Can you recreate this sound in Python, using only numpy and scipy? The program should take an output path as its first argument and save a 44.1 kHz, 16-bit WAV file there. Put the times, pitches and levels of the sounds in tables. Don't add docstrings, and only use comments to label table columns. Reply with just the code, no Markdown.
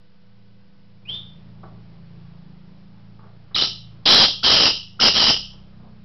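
import sys
import numpy as np
from scipy import signal
from scipy.io import wavfile
from scipy.ndimage import uniform_filter1d

SR = 44100
rng = np.random.default_rng(int(sys.argv[2]) if len(sys.argv) > 2 else 0)


def int16_out(signal):
    q = np.round(np.clip(np.atleast_2d(signal).T, -1, 1) * 32767)
    wavfile.write(sys.argv[1], SR, q.astype(np.int16))


def boost(x):
    u = np.asarray(x, float) / 20
    return 10 ** u


N = 266760

# start [t/s], length [t/s], effort [level/dB], swell time [t/s], low throat band [f/Hz]
RASPS = [
    (3.559, 0.1033, -24, 0.0068, 3054),
    (4.054, 0.2063, -13.5, .008, 3338),
    (4.43, 0.2592, -14.5, 0.023, 3174),
    (4.998, .102, -14, 0.035, 3037),
    (5.141, 0.1795, -16, 0.039, 3157),
]


def evened(x):
    return x / np.sqrt(np.mean(x ** 2) + 1e-20)


def read(points, hz):
    f, value = np.transpose(points)
    return np.interp(np.log(hz + 1), np.log(f + 1), value)


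def curves(rows):
    s, *columns = np.transpose(rows)
    t = np.arange(s[0], s[-1], 1 / SR)
    return s[0], [np.interp(t, s, c) for c in columns]


def add(mix, s, sound):
    part = mix[round(s * SR):][:len(sound)]
    part += sound[:len(part)]


def resonate(x, hz, width):
    turn = np.exp(2j * np.pi * np.cumsum(hz * np.ones(len(x))) / SR)
    r = np.exp(-np.pi * width / SR)
    smoothed = signal.lfilter([1], np.convolve([1, -r], [1, -r]), x / turn)
    return 2 * (turn * smoothed).real


def street():
    traffic = [(0, 28.21, -10), (.9, 27.97, -9), (1.04, 27.91, -7), (1.1, 28.06, -1.5), (2.3, 28.11, -0.5),
               (2.9, 27.9, -3), (3.45, 28.24, -3), (3.85, 27.66, 0), (4.9, 26.79, -6), (5.3, 32.65, -1),
               (5.5, 32.09, -1.5), (5.8, 31.14, -2), (6.05, 29.8, -4)]
    s, *columns = np.transpose(traffic)
    return [np.interp(np.arange(N) / SR, s, c) for c in columns]


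def wash():
    # [f/Hz], [level/dB]
    colour = [(20, -6.5), (60, 6.5), (200, 10.5), (240, 2), (500, -2), (1000, -7), (2000, -15.5),
              (5000, -23.5)]
    level_db, near_share = -53, .85
    duck_db, duck_lag_s, duck_s = -6.5, 0.14, 0.063

    hz = np.fft.rfftfreq(1024, 1 / SR)
    a, b, patches = rng.standard_normal((N // 256 + 5, 513, 3)).T
    patches = uniform_filter1d(uniform_filter1d(patches, size=8, axis=0), size=12, axis=1)
    z = (a + 1j * b) * boost(read(colour, hz)[:, None] + 1.4 * evened(patches))
    noise = evened(signal.istft(z, nperseg=1024, noverlap=768)[1][:N])

    t = np.arange(N) / SR
    duck = sum(np.exp(-((t - s - length - duck_lag_s) / duck_s) ** 2) for s, length, *_ in RASPS)
    near_db = street()[1]
    return boost(level_db + near_share * near_db + duck_db * duck) * noise


def engine():
    multiples = [(1, -72.5, 1.1), (2, -57, 2), (3, -60, 1.3), (4, -46.5, 0.822), (5, -51.5, 1.9),
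                 (6, -48, 1.5), (7, -49, .7), (8, -80, 1.1)]
    # [t/s], multiple [number], change [level/dB], half length [t/s]
    fades = [(0.14, 4, -15, 0.115), (0.745, 4, -14, 0.102), (1.365, 4, -10, 0.077), (1.983, 4, -5.5, 0.103),
             (2.521, 4, -15, 0.182), (2.85, 4, -6.5, 0.126), (3.501, 4, -4.5, 0.153), (5.6, 4, -5, 0.418),
             (.5, 5, -9.5, 0.068), (1.837, 5, -6.5, 0.183), (2.2, 5, 3.5, 0.65), (2.92, 5, -4.5, 0.177),
             (2.3, 6, 2.5, 0.369), (3.452, 6, -3.5, 0.35), (3.963, 6, -2.5, 0.17), (.05, 7, -6, 0.253),
             (1.459, 7, -3, 0.84), (1.936, 7, -11.5, 0.035), (2.207, 7, -13, 0.169),
             (3.45, 7, -10.5, 0.188), (3.968, 7, -11.5, 0.158), (5.55, 7, -29.5, 0.14),
             (1.25, 3, 4.5, 0.43), (4.85, 3, 9, .2)]

    (hz, near_db), t = street(), np.arange(N) / SR
    turns = 2 * np.pi * np.cumsum(hz) / SR
    revving_db = 5.0 * np.maximum(hz - 28.5, 0)
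    knots = np.linspace(0, N, 16)
    steps = rng.standard_normal((len(knots), len(multiples)))
    drifts = np.cumsum(steps, axis=0).T + 2 * np.pi * rng.random((len(multiples), 1))
    out = np.zeros(N)
    for (k, db, share), drift in zip(multiples, drifts):
        level_db = db + share * near_db
        for s, which, depth_db, half in fades:
            if round(which) == round(k):
                level_db = level_db + depth_db * np.exp(-((t - s) / half) ** 2)
        if k < 3.5:
            level_db = level_db + revving_db / k
        phase = round(k) * turns + np.interp(np.arange(N), knots, drift)
        out += np.sqrt(2) * boost(level_db) * np.sin(phase)
    return out


def tail():
    # [f/Hz], time to die by 60 dB [t/s]
    decay = [(300, 0.787), (1300, 0.29), (2400, .3), (2950, 0.457), (3600, 0.387), (4100, 0.35),
             (5500, 0.366)]
    taps = np.zeros(SR)
    at = np.arange(330, SR - 20, 12)
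    taps[at + rng.integers(0, 12, len(at))] = rng.choice([-1., 1.], len(at))
    hz, t, z = signal.stft(taps, SR, nperseg=128)
    fall = boost(-60 * t / read(decay, hz)[:, None])
    decayed = signal.istft(z * fall, SR, nperseg=128)[1]
    return decayed / np.linalg.norm(decayed)


def room(x):
    turn = 2 * np.pi * 1.3 * np.arange(N) / SR
    echoes = sum(signal.fftconvolve(x * share, tail())[:N] for share in (np.sin(turn), np.cos(turn)))
    return boost(-3) * echoes


def scuff(level_db, rise, centre_hz):
    t60_s, drag, spread = 0.0977, 4.7, 1.9
    t = np.arange(SR // 3) / SR
    air, grit = rng.standard_normal((len(t), 2)).T
    band = signal.butter(3, (centre_hz / spread, centre_hz * spread), "band", fs=SR, output="sos")
    grit_db = 2.7 * uniform_filter1d(grit, size=60) * np.sqrt(60)
    brush = evened(signal.sosfilt(band, air * boost(grit_db)))
    fall = boost(level_db - 60 * t / (t60_s + drag * rise))
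    return fall * (1 - np.exp(-t / rise)) * brush


def glide(rows):
    s, (hz, db) = curves(rows)
    shake = evened(uniform_filter1d(rng.standard_normal(len(hz)), size=60))
    tone = np.sin(2 * np.pi * np.cumsum(hz) / SR)
    return s, np.sqrt(2) * boost(db + 1.5 * shake) * tone * signal.windows.tukey(len(hz), .12)


def pip(s, length, from_hz, to_hz, level_db):
    share = np.array([0, .42, .58, 1])
    db = level_db - 13 * np.array([1, 0, 0, 1])
    return glide(np.transpose([s + length * share, from_hz + (to_hz - from_hz) * share, db]))


def rasp(s, length, effort_db, swell, low_hz):
    widths = (374.2, 467, 626, 240)
    # [f/Hz], width [f/Hz], [level/dB]
    windpipe = (1280, 70, -16.5)
    start_db, tire_db, flutter_db, close_s = -5, -1.5, 1.5, 0.014
    flaps_per_s, flap_jitter, flap_puff = 232, .12, 0.18
    middle_hz, high_hz, beak_hz, wander = 4015.3, 5013.4, 5490, .018

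    t = np.arange(0, length, 1 / SR)
    effort_db = effort_db + start_db * np.maximum(1 - t / swell, 0) + tire_db * t / length
    low_hz = low_hz - 800 * t
    middle_db = -4 + 22.5 * (low_hz - 3062.4) / 1000
    high_db = -1.5 + 3 * abs(s - RASPS[1][0]) + 4.5 * t / length

    wobble, flutter, *draws = rng.standard_normal((SR // 3, 11))[:len(t)].T
    jitter = flap_jitter * evened(uniform_filter1d(wobble, size=300))
    turns = np.cumsum(flaps_per_s * (1 + jitter)) / SR
    puffs = np.array(draws[:5]) * (0.25 + np.exp(-(turns % 1) / flap_puff))
    drifts = [1 + wander * evened(uniform_filter1d(d, size=500)) for d in draws[5:]]

    centres = (low_hz, middle_hz, high_hz, beak_hz)
    levels_db = (0, middle_db, high_db, high_db - 5.5)
    voice = np.zeros(len(t))
    for air, drift, hz, width, db in zip(puffs, drifts, centres, widths, levels_db):
        voice += boost(db) * evened(resonate(air, hz * drift, width))
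    passage = signal.butter(4, (2800, 5700), "band", fs=SR, output="sos")
    voice += boost(1 + middle_db / 2) * evened(signal.sosfilt(passage, puffs[4]))
    voice += boost(windpipe[2]) * evened(resonate(puffs[0], windpipe[0], windpipe[1]))

    unsteady = uniform_filter1d(uniform_filter1d(flutter, size=400), size=200)
    effort_db = effort_db + flutter_db * evened(unsteady)
    edges = np.minimum(t / .003, 1) ** 2 * np.minimum((length - t) / close_s, 1)
    return s, boost(effort_db - 4.5) * voice * edges


def scene():
    # [t/s], [level/dB], rise [t/s], centre [f/Hz]
    scuffs = [(1.022, -56.5, 0.00455, 300), (1.63, -37.5, 0.0038, 620), (3.08, -64.5, 0.0038, 400),
              (3.192, -48, .001, 674), (3.225, -43.5, 0.026, 697.3), (3.51, -48.5, .001, 750),
              (5.53, -50.5, 0.00399, 700.7), (5.57, -55.5, .01, 600), (5.72, -59, .003, 735.6),
              (5.795, -48.5, 0.00598, 620.3), (5.84, -52, .002, 620), (5.867, -58, 0.0021, 618.8),
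              (5.905, -60, .001, 625)]
    # [t/s], pitch [f/Hz], [level/dB]
    whistle = [(1.066, 2620, -58), (1.085, 2950, -39), (1.097, 3160, -25), (1.108, 3330, -33),
               (1.125, 3450, -34), (1.146, 3550, -30.5), (1.162, 3620, -35), (1.168, 3620, -46)]
    # start [t/s], length [t/s], from [f/Hz], to [f/Hz], [level/dB]
    pips = [(1.052, .016, 2380, 2600, -46), (1.169, .014, 3600, 3550, -29), (1.185, .014, 3550, 3530, -42),
            (1.205, .028, 3700, 3820, -48), (3.5455, .009, 3900, 3800, -15.5),
            (3.5515, .006, 3750, 2900, -18), (3.555, .011, 3100, 1300, -28),
            (3.5625, .007, 1350, 1200, -26), (3.553, .008, 5500, 4500, -21), (3.559, .008, 4600, 3650, -17),
            (3.558, .014, 3200, 2450, -29), (3.574, .014, 2700, 2850, -28), (3.581, .006, 4100, 4600, -19),
            (3.585, .014, 4150, 3300, -19), (3.581, .006, 5450, 5550, -20), (3.596, .014, 3300, 2750, -25),
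            (3.607, .016, 3200, 3850, -22), (3.62, .007, 3750, 4250, -11), (3.634, .005, 4400, 4800, -16),
            (3.655, .012, 4900, 5500, -25), (4.428, .01, 1200, 1650, -30), (4.993, .011, 1220, 1600, -25)]

    bird = np.zeros(N)
    for s, *stroke in scuffs:
        add(bird, s, scuff(*stroke))
    add(bird, *glide(whistle))
    for row in pips:
        add(bird, *pip(*row))
    for row in RASPS:
        add(bird, *rasp(*row))
    return (wash() + engine() + room(bird) + bird)[None]


def roll_off(x):
    return signal.sosfilt(signal.butter(12, 15830, fs=SR, output="sos"), x)


def record(dry):
    # [f/Hz], [level/dB], end [t/s]
    whine = [(497, -70.5, 1.05), (1500, -80, 0.9), (2020, -84, 2.8), (2960, -82, 4.3), (4000, -97.5, 6.1),
             (5130, -101, 4.3)]
    step, bottom, top = 4, -0.668, 0.37
    hiss_db, grit_db, offset, ceiling = -68, -24.5, 0.0049, .732

    t = np.arange(0, N, step) / SR
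    x = dry[0, ::step]
    low_band = signal.butter(1, (230, 2200), "band", fs=SR / step)
    x = x - signal.lfilter(*low_band, np.minimum(x ** 2, .4))

    hiss, grit = rng.standard_normal((len(x), 2)).T
    grit = evened(signal.lfilter([1], [1, -.4, -.35], grit))
    slope = np.sqrt(abs(uniform_filter1d(np.diff(x, prepend=0) ** 2, size=40)))
    x = x + boost(grit_db) * grit * slope
    x = np.where(x > 0, top * np.tanh(x / top), np.maximum(x, bottom))
    x = x + boost(hiss_db) * hiss
    for hz, db, end in whine:
        x = x + np.sqrt(2) * boost(db) * np.sin(2 * np.pi * hz * t) * (t < end)

    sparse = np.zeros(N)
    sparse[::step] = step * x
    smooth = signal.firwin(139, 5490, window=("kaiser", 10), fs=SR)
    full = signal.oaconvolve(sparse, smooth, "same") + offset
    full = np.clip(full, -ceiling, ceiling)
    return roll_off(full[None])


dry = scene()
out = record(dry)
int16_out(out)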